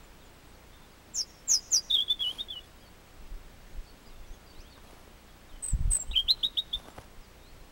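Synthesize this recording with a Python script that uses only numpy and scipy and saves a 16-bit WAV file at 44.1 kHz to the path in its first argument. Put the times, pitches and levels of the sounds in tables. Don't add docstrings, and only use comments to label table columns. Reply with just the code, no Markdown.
import sys
import numpy as np
from scipy import signal
from scipy.fft import rfft, irfft, next_fast_len
from scipy.io import wavfile
from scipy.ndimage import uniform_filter1d

SR = 44100
rng = np.random.default_rng(int(sys.argv[2]) if len(sys.argv) > 2 else 0)


def to_wav(sig):
    pcm = np.clip(np.atleast_2d(sig), -1, 1) * 32767
    pcm = np.round(pcm).astype(np.int16)
    wavfile.write(sys.argv[1], SR, pcm.T)


def rack_gain(trim_db):
    fader = np.asarray(trim_db, float)
    return 10 ** (fader / 20)


N = 340011
t = np.arange(N) / SR


def birds():
    # [start_s, length_s, low_hz, high_hz, level_db]
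    first_fall = (-16, [(0, 1.05, -24), (.14, 1, -12), (.27, .88, -5), (.42, .76, -6), (.57, 0.58, 1.5),
                  (.71, 0.26, -2.5), (.82, .24, 2), (.89, 0.029, -2.5), (1, 0.054, -21)],
                  [(1.136, 0.089, 4750, 7400, -30.5)])
    fall = (-15, [(0, .88, -27), (.09, 0.99, -23), (.19, 0.83, -8.5), (.3, .63, -3.5), (.45, .41, -0.5),
            (.62, .3, -2), (.71, 0, -5), (.93, 0.081, -16.5), (1, 0, -31)], [(1.705, .09, 4730, 7480, -21)])
    long_fall = (-13, [(0, 0.93, -35), (.12, 1.04, -10.5), (.24, .9, -6.5), (.34, .68, -5), (.52, .62, -4),
                 (.63, .42, -1.5), (.72, 0.14, -0.5), (.86, 0.046, -5.5), (1, 0.036, -9)],
                 [(1.471, .103, 4914, 7400, -22.5)])
    under = (0, [(0, 1, -10), (.2, .68, -3), (.33, .42, 2), (.47, .2, -2), (.55, .05, 1), (.66, .3, -3),
             (.78, 0, -5), (.9, .1, -20), (1, 0.36, -22)], [(1.143, 0.051, 5263, 7080, -40.5)])
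    long_under = (0, [(0, 0.84, -16), (.15, .85, -2), (.3, .55, -1), (.42, .36, -1), (.55, .36, 2),
                  (.66, .2, -4), (.78, 0, -5), (.9, 0.075, -8), (1, 0.2, -22)],
                  [(1.483, .055, 5330, 7270, -31)])
    warble = (-16, [(0, 1.47, -13.5), (.15, 0.414, 1), (.33, 0.875, -2), (.42, 0.96, -10), (.55, 1.03, 1),
              (.68, 0.46, 4), (.8, 0.18, -15), (.9, 0.1, 4.5), (1, 0.1, -29)],
              [(1.898, 0.079, 3245, 3740, -25.5)])
    warble_end = (-19, [(0, 0.3, -11), (.1, 0.56, 1.5), (.22, 0.065, 2.5), (.33, 0.028, -18), (.5, 0.55, 5),
                  (.6, 0.63, -7), (.8, 1, -1.5), (.9, 0.59, -14), (1, 1, -20)],
                  [(1.979, 0.055, 3164, 3460, -26.5)])
    dip = (-21, [(0, 0.85, -12), (.1, 0.864, -6), (.19, 0.99, 5), (.29, 0.71, -3.5), (.38, 0.17, -5.5),
           (.47, 0.02, -2), (.74, .15, -5), (.93, 0.694, -9), (1, 0.85, -34)],
           [(2.192, 0.13, 2904, 3400, -29)])
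    sag = (-32, [(0, 0.85, -3), (.1, 0.766, -1), (.22, 1, 0.5), (.42, 0.35, -2), (.62, .16, -13),
           (.72, 0.084, 0), (.91, 0.019, -1), (1, 0.2, -19)], [(2.484, .111, 2890, 3516, -39.5)])
    lift = (-25, [(0, .2, -24), (.12, 0.04, -6), (.25, 0.3, -13), (.4, 0.52, -7), (.55, 0.96, -1.5),
            (.8, 1, 4), (.92, 0.95, -1), (1, 0.96, -15)], [(2.078, 0.047, 3320, 3529, -25)])
    last_lift = (-17.5, [(0, 0.1, -16), (.2, 0.28, -9), (.32, 0.27, -4), (.55, 0.85, -2), (.68, 1, -0.5),
                 (.86, 0.9, -3.5), (1, 1, -8)], [(2.381, 0.037, 3110, 3716, -33)])
    first_seep = (-11, [(0, 1.75, -19), (.085, 0.76, -2), (.22, .95, -2.5), (.36, 1, -1), (.52, .95, -2),
                  (.7, .75, -5.5), (.82, .62, -13), (.92, 0.14, -13), (1, 0.69, -30)],
                  [(5.622, .106, 7180, 8243, -33)])
    seep = (-16, [(0, 2.2, -19), (.08, 0.94, -5), (.25, 1.084, 3), (.38, 0.93, -3.5), (.52, 0.635, -7.5),
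            (.64, 0.65, -27), (.8, .3, -5), (.94, 0.16, -20), (1, .25, -36)],
            [(5.904, 0.1276, 7255, 8175, -25)])
    chip = (-26, [(0, 0, -14), (.25, .7, -1.5), (.45, 0.95, -1.5), (.75, .92, -3), (1, .82, -10)],
            [(6.109, 0.018, 2760, 3930, -38.5)])
    scoop = (-18.5, [(0, 0.68, -25), (.23, 0.055, -24.5), (.28, 0.67, -17), (.38, 0.98, -5.5),
             (.5, 0.767, -7.5), (.6, 0.81, -2.5), (.73, .98, -10.5), (.94, 0.924, -16.5), (1, 0.7, -39)],
             [(6.132, 0.08, 2270, 3275, -18)])
    sweep = (-40, [(0, 0.03, -23), (.1, .3, -15.5), (.22, 0.53, -6.5), (.41, 0.72, -9), (.55, 0.784, -5),
             (.7, 0.93, 0), (.82, .99, 0), (.92, 0.97, -8), (1, 0.97, -23)],
             [(6.279, 0.041, 2560, 4187, -17.5)])
    hook = (-24, [(0, 0.053, -27), (.1, 0.32, -10), (.2, 0.66, -1), (.33, 0.804, -3), (.46, 0.95, -4.5),
            (.65, .98, 1), (.82, 0.99, 0.5), (.92, 0.91, -9), (1, 0.83, -16)],
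            [(6.428, 0.037, 2690, 3816, -23), (6.568, 0.0326, 2600, 3801, -25)])
    last_hook = (-26, [(0, 0.13, -23), (.2, 0.45, -2.5), (.35, 0.79, 0), (.55, 1, -1), (.82, 1, 0),
                 (1, 0.65, -16)], [(6.727, 0.0297, 3090, 3626, -28)])
    rock_s, flutter_per_s = 0.018, 62
    voices = (
        (0.0072, 0.0069, (first_fall, fall, long_fall)),
        (0.0072, 0.018, (under, long_under)),
        (0, 0.0035, (warble, warble_end, dip, sag, lift, last_lift, first_seep, seep,
                     chip, scoop, sweep, hook, last_hook)))
    out, shake = np.zeros(N), drift(size=250)
    for flutter, wobble, kinds in voices:
        for rock_db, shape, notes in kinds:
            share, height, effort_db = np.transpose(shape)
            for s, length, low_hz, high_hz, db in notes:
                u = np.linspace(0, 1, round(length * SR))
                hz = low_hz + (high_hz - low_hz) * np.interp(u, share, height)
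                hz = uniform_filter1d(hz, 130, mode="nearest")
                hz *= 1 + flutter * np.sin(2 * np.pi * flutter_per_s * length * u)
                hz *= 1 + wobble * shake[round(s * SR):][:len(u)]
                note = whistle(hz, db + np.interp(u, share, effort_db))
                note *= signal.windows.tukey(len(u), 200 / len(u))
                add(out, s, note)
                add(out, s + rock_s, rack_gain(rock_db) * note)
    return hillside(out, shake)


def whistle(hz, db):
    # pitch_hz, level_db
    overtone = [(3500, -71), (4800, -19.5), (6200, -31.5), (7500, -29), (9000, -38)]
    turn = 2 * np.pi * np.cumsum(hz) / SR
    second = rack_gain(np.interp(hz, *np.transpose(overtone))) * np.sin(2 * turn)
    return np.sqrt(2) * rack_gain(db) * (np.sin(turn) + second)


def hillside(x, stir):
    # delay_s, level_db
    leaf_echoes = [
        (.0043, -5.5),
        (.0081, -8),
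        (0.012, -14.5),
        (.024, -30.5),
    ]
    # start_s, time_to_peak_s, level_db
    slope_returns = [
        (.006, 0.008, -14.5),
        (0.042, 0.055, -34),
        (.088, .007, -41),
    ]
    # [pitch_hz, level_db]
    cliff_return = (0.072, 0.04, [(2500, -34), (3300, -30.5), (4200, -36), (4900, -32), (5600, -29.5),
                    (6300, -28), (7000, -30), (9000, -38)])
    near, *far = [rack_gain(db) * scattered(s, peak) for s, peak, db in slope_returns]
    near[0] = 1
    for s, db in leaf_echoes:
        add(near, s, rack_gain(db) * np.ones(1))
    s, peak, colour = cliff_return
    cliff_gain = rack_gain(np.interp(np.fft.rfftfreq(SR // 2, 1 / SR), *np.transpose(colour)))
    cliff = irfft(rfft(scattered(s, peak)) * cliff_gain, SR // 2)
    late = signal.fftconvolve(x, cliff + sum(far))[:N]
    late = signal.hilbert(late, next_fast_len(N))[:N]
    stirred = (late * np.exp(1j * 0.7 * stir)).real
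    return signal.fftconvolve(x, near)[:N] + stirred


def scattered(s, peak):
    size = SR // 2
    age = np.maximum(np.arange(size) / SR - s, 0)
    tail = (rng.random(size) < .1) * rng.standard_normal(size) * age * np.exp(-age / peak)
    tail *= rack_gain(1.5 * evened(uniform_filter1d(rng.standard_normal(size), 400)))
    return tail / np.linalg.norm(tail)


def twitters():
    # [start_s, length_s, start_hz, end_hz, level_db]
    far_falls = (.6, [(.032, 0.022, 7450, 7000, -66.5), (.195, 0.061, 4330, 3150, -68),
                 (.23, .018, 8400, 8000, -73), (.245, 0.025, 7400, 6750, -69),
                 (.332, .037, 8700, 7900, -75), (.475, 0.036, 8600, 7940, -73), (.91, .03, 5200, 4500, -69),
                 (2.823, 0.04, 3420, 3050, -67), (2.85, .04, 4670, 4400, -65),
                 (4.265, .045, 5950, 5750, -70), (3.83, .04, 6600, 4700, -74),
                 (4.055, 0.033, 5030, 4780, -64), (4.086, 0.036, 4750, 3600, -65),
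                 (4.462, 0.028, 5050, 4600, -64), (4.49, 0.032, 4620, 4540, -60.5),
                 (4.533, 0.0207, 3530, 2800, -65), (5.085, 0.025, 3900, 3750, -76),
                 (4.86, .04, 4500, 3700, -70), (5.26, .03, 5000, 3800, -73),
                 (5.515, 0.061, 3140, 3000, -66.5)])
    far_rises = (0.66, [(3.67, 0.074, 5900, 6940, -72), (4.313, 0.022, 5800, 6500, -66),
                 (4.336, 0.028, 6700, 6300, -69), (4.603, 0.022, 4900, 6300, -62.5),
                 (4.59, 0.115, 2200, 3650, -68), (2.66, .04, 4200, 5700, -73),
                 (4.7, 0.046, 3650, 3750, -72), (7.445, .065, 3750, 4380, -65.5)])
    far_late = (.33, [(.793, 0.075, 3610, 3420, -69), (4.54, 0.071, 3600, 5070, -65),
                (4.7, 0.074, 4630, 3430, -63.5), (5.488, 0.034, 3830, 3200, -65),
                (7.213, .058, 5350, 3900, -68), (7.415, .04, 3630, 3850, -68.5),
                (.52, 0.052, 4900, 3900, -74)])
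    # start_s,
    # length_s, pitch_hz, level_db
    far_peeps = [(0.722, 0.052, 3580, -67), (1.292, .03, 5570, -64), (1.341, .075, 5500, -65),
                 (7.59, .035, 4130, -74), (2.03, 0.068, 8530, -71), (2.6, .036, 3480, -60.5),
                 (2.625, 0.029, 3390, -64), (2.803, 0.022, 4930, -68), (1.264, .04, 6800, -69.5),
                 (3.245, .03, 4960, -71), (3.864, 0.052, 4480, -63), (4.01, .07, 7300, -76),
                 (4.117, .05, 3580, -74), (4.172, .04, 3450, -77), (4.22, .04, 3430, -70),
                 (4.33, .025, 3400, -71), (4.878, 0.025, 3310, -64), (1.158, .014, 8050, -56.5),
                 (4.798, .012, 3650, -70), (5.288, 0.026, 3330, -66), (5.28, 0.022, 3780, -71),
                 (6.07, 0.04, 3040, -66), (6.89, .04, 7400, -71)]
    # delay_s, level_db
    bounce = (.007, -7)
    # start_s, time_to_peak_s, level_db
    valley = (.004, .02, -10)
    peeps = (.5, [(s, length, hz, hz, db) for s, length, hz, db in far_peeps])
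    shake = 1 + .011 * drift(size=250)
    flicker_db = 2.5 * drift(size=300)
    out = np.zeros(N)
    for bend, calls in (far_falls, far_rises, far_late, peeps):
        for s, length, start_hz, end_hz, db in calls:
            u = np.linspace(0, 1, round(length * SR))
            now = slice(round(s * SR), round(s * SR) + len(u))
            glide = u + (2 * bend - 1) * 2 * u * (1 - u)
            hz = (start_hz + (end_hz - start_hz) * glide) * shake[now]
            swell = abs(np.sin(np.pi * u)) ** 0.27
            add(out, s, whistle(hz, db + .4 + flicker_db[now]) * swell)
    blur = rack_gain(valley[2]) * signal.fftconvolve(out, scattered(*valley[:2]))[:N]
    return out + rack_gain(bounce[1]) * np.roll(out, round(bounce[0] * SR)) + blur


def wind():
    # pitch_hz, level_db per Hz
    wind_colour = [(7.1, -28), (12, -6), (23, 9), (38, -3.5), (96, -20.5), (114, -20), (200, -26),
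                   (260, -53), (440, -120)]
    # start_s, hold_s, level_db
    gusts = [(3.201, 0.022, -35.5), (3.303, 0.12, -43.5), (3.484, 0.04, -44), (3.604, .02, -46),
             (3.74, 0.018, -35.5), (4.087, 0.17, -42), (4.558, 0.021, -40.5), (5.043, .02, -58),
             (5.523, 0.068, -46), (5.737, 0.015, -25.5), (5.805, 0.1, -22.5), (6.07, 0.076, -36),
             (6.19, 0.22, -42.5), (6.75, 0.015, -37.5), (7.168, 0.032, -47), (7.51, 0.1, -44.5)]
    # time_s, peak_db, half_width_s
    pushes = [(3.219, -38, 0.014), (3.319, -34, 0.007), (3.35, -31.5, 0.0071), (4.208, -38, 0.0054),
              (4.31, -34, 0.0064), (5.731, -23.5, 0.0056), (5.75, -18.5, 0.0036), (5.792, -32, 0.0014),
              (5.809, -24.5, 0.0017), (5.854, -23, 0.0026), (5.878, -25, 0.002), (5.904, -25, 0.0039),
              (6.094, -26.5, 0.0051), (6.153, -38, 0.006), (6.25, -38, 0.0031), (6.768, -33.5, 0.0049),
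              (7.185, -45, 0.0067)]
    # time_s, peak_db, half_width_s
    pulls = [
        (3.786, -29, 0.006),
        (4.595, -41.5, 0.0031),
        (5.538, -42.5, 0.0056),
        (5.737, -24, 0.0015),
        (6.125, -34.5, .0046),
        (6.14, -32, 0.0038),
        (6.99, -39.5, 0.0015),
    ]
    build_db_per_s, ebb_db_per_s, calm_db, capsule_hz = 398, 300, -64, 18
    gust = rack_gain(calm_db) * (t > gusts[0][0])
    for s, hold, db in gusts:
        building = build_db_per_s * np.maximum(s - t, 0)
        ebbing = ebb_db_per_s * np.maximum(t - s - hold, 0)
        gust += rack_gain(db - building - ebbing)
    flutter = coloured(wind_colour)
    flutter /= np.sqrt(uniform_filter1d(flutter ** 2, 3000) + 0.067)
    eddies = sum(eddy(*row) for row in pushes) - sum(eddy(*row) for row in pulls)
    vent = signal.butter(1, capsule_hz, "high", fs=SR, output="sos")
    return 1.43 * signal.sosfilt(vent, eddies) + evened(flutter) * gust * rack_gain(-7.5)


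def eddy(s, db, half):
    rebound_db, rebound_lag = -10.5, 2.52
    age = (t - s) / half
    swirl = rack_gain(rebound_db) * np.exp(-.7 * (age - rebound_lag) ** 2)
    return rack_gain(db) * (np.exp(-.7 * age ** 2) - swirl)


def handling():
    # time_s, peak_db, centre_hz, t60_s
    ticks = [(2.205, -41, 2500, 0.012), (2.2052, -42, 1400, .012), (2.556, -50, 1100, 0.013),
             (4.837, -44, 200, .03), (4.901, -49.5, 800, .02), (4.931, -47, 450, .025),
             (5.285, -52, 1600, .015), (2.329, -50, 800, 0.03), (4.777, -48.5, 1200, 0.03),
             (5.077, -45, 500, 0.027), (5.985, -43.5, 640, 0.028), (6.029, -47, 807, 0.017),
             (6.037, -44, 600, 0.014), (6.114, -38, 600, 0.011), (6.44, -45.5, 302, 0.1),
             (6.799, -39.5, 896, 0.0065), (6.855, -49, 600, 0.04), (6.883, -33.5, 740, 0.017),
             (6.885, -44, 1280, 0.011), (6.886, -46, 260, .02), (6.895, -48, 900, 0.0089),
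             (6.98, -37, 800, 0.023), (6.984, -41, 450, 0.029), (6.984, -40.5, 1500, 0.015),
             (6.985, -49, 2600, .01), (7.002, -56, 700, .02), (7.034, -51, 1190, 0.015)]
    # start_s, length_s, fizz_db, scrape_db
    rustle = [
        (2.169, 0.3, -55.5, -57),
        (2.63, 0.053, -63, -70),
        (4.77, 0.35, -66, -61),
        (6.2, 0.31, -72, -60.5),
        (6.736, 0.12, -62, -57.5),
        (6.825, 0.12, -62.5, -54),
        (6.934, 0.1, -61, -55),
        (7.011, .05, -63, -61),
    ]
    out, age = np.zeros(N), np.arange(SR // 20) / SR
    for s, db, hz, t60 in ticks:
        ring = [(hz / 5, -20), (hz / 2, -5), (hz, 0), (hz * 1.2, -4), (hz * 2.8, -24), (20000, -45)]
        shell = coloured(ring, size=len(age), snap=12)
        add(out, s, rack_gain(db - 1.0 - 60 * age / t60) * shell * np.minimum(age / 0.00075, 1))
    fizz = coloured([(1000, -18), (2500, 2.0), (6000, -1.5), (8000, -9), (10500, 0), (13000, -13), (16000, -16)])
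    scrape = coloured([(100, -4), (300, -8.0), (700, -4.5), (1300, -7.5), (3000, -38), (16000, -54)])
    grit = evened(rack_gain(2.7 * drift(size=200)))
    for s, length, fizz_db, scrape_db in rustle:
        rub = grit * (rack_gain(fizz_db) * fizz + rack_gain(scrape_db) * scrape)
        size = round(length * SR)
        add(out, s, rub[round(s * SR):][:size] * np.hanning(size) ** .5)
    return out


def camera():
    # pitch_hz, level_db per Hz
    hiss = [(7.1, -30), (12, 4.5), (38, -1.5), (121, -12), (196, -9), (404, -12), (442, -13), (579, -14),
            (2450, -21.5), (3520, -24), (4470, -26), (12800, -35), (15800, -36)]
    # multiple of the frame rate, level_db
    hum = [(1, -61), (2, -63.5), (3, -67.5), (4, -73.5), (5, -73)]
    # pitch_hz, level_db
    whine = [(15734.26, -73), (15747.3, -77)]
    # pitch_hz, level_db
    readout = [(7882.1, -70), (15674.3, -76)]
    frame_hz, frame_start_s, hiss_db = 29.97, 0.0023, -54
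    frame = (t - frame_start_s) * frame_hz
    reading = uniform_filter1d((frame % 1 < .17) * 1., 40)
    out = rack_gain(hiss_db) * coloured(hiss)
    for k, db in hum:
        out += np.sqrt(2) * rack_gain(db) * np.cos(2 * np.pi * round(k) * (frame - .15))
    return out + tones(whine) + reading * tones(readout)


def tones(partials):
    return sum(np.sqrt(2) * rack_gain(db) * np.sin(2 * np.pi * hz * t) for hz, db in partials)


def evened(x):
    return x / np.sqrt(np.mean(x ** 2) + 1e-20)


def add(mix, s, sound):
    part = mix[round(s * SR):][:len(sound)]
    part += sound[:len(part)]


def coloured(points, size=N, snap=0):
    f, db = np.transpose(points)
    hz = np.fft.rfftfreq(size, 1 / SR)
    noise = rng.standard_normal(size) + snap * (np.arange(size) == 50)
    gain = rack_gain(np.interp(np.log(hz + 1), np.log(f + 1), db))
    return evened(irfft(rfft(noise) * gain, size))


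def drift(size):
    return evened(uniform_filter1d(rng.standard_normal(N), size))


def scene():
    return (birds() + twitters() + wind() + handling() + camera())[None]


def roll_off(x):
    return signal.sosfilt(signal.butter(12, 16590, fs=SR, output="sos"), x)


def record(dry):
    grain_db, edge_hz = -20.5, 15850
    slope = np.sqrt(uniform_filter1d(np.diff(dry[0], prepend=0) ** 2, 60) + 1e-14)
    grain = coloured([(100, -0.44), (4000, 0.47), (15800, 0.045)])
    grain *= rack_gain(grain_db) * slope * (slope / 0.046) ** 0.015
    band = signal.firwin(2001, edge_hz, window=("kaiser", 9), fs=SR)
    return roll_off(signal.oaconvolve(dry + grain, band[None], "same"))


dry = scene()
out = record(dry)
to_wav(out)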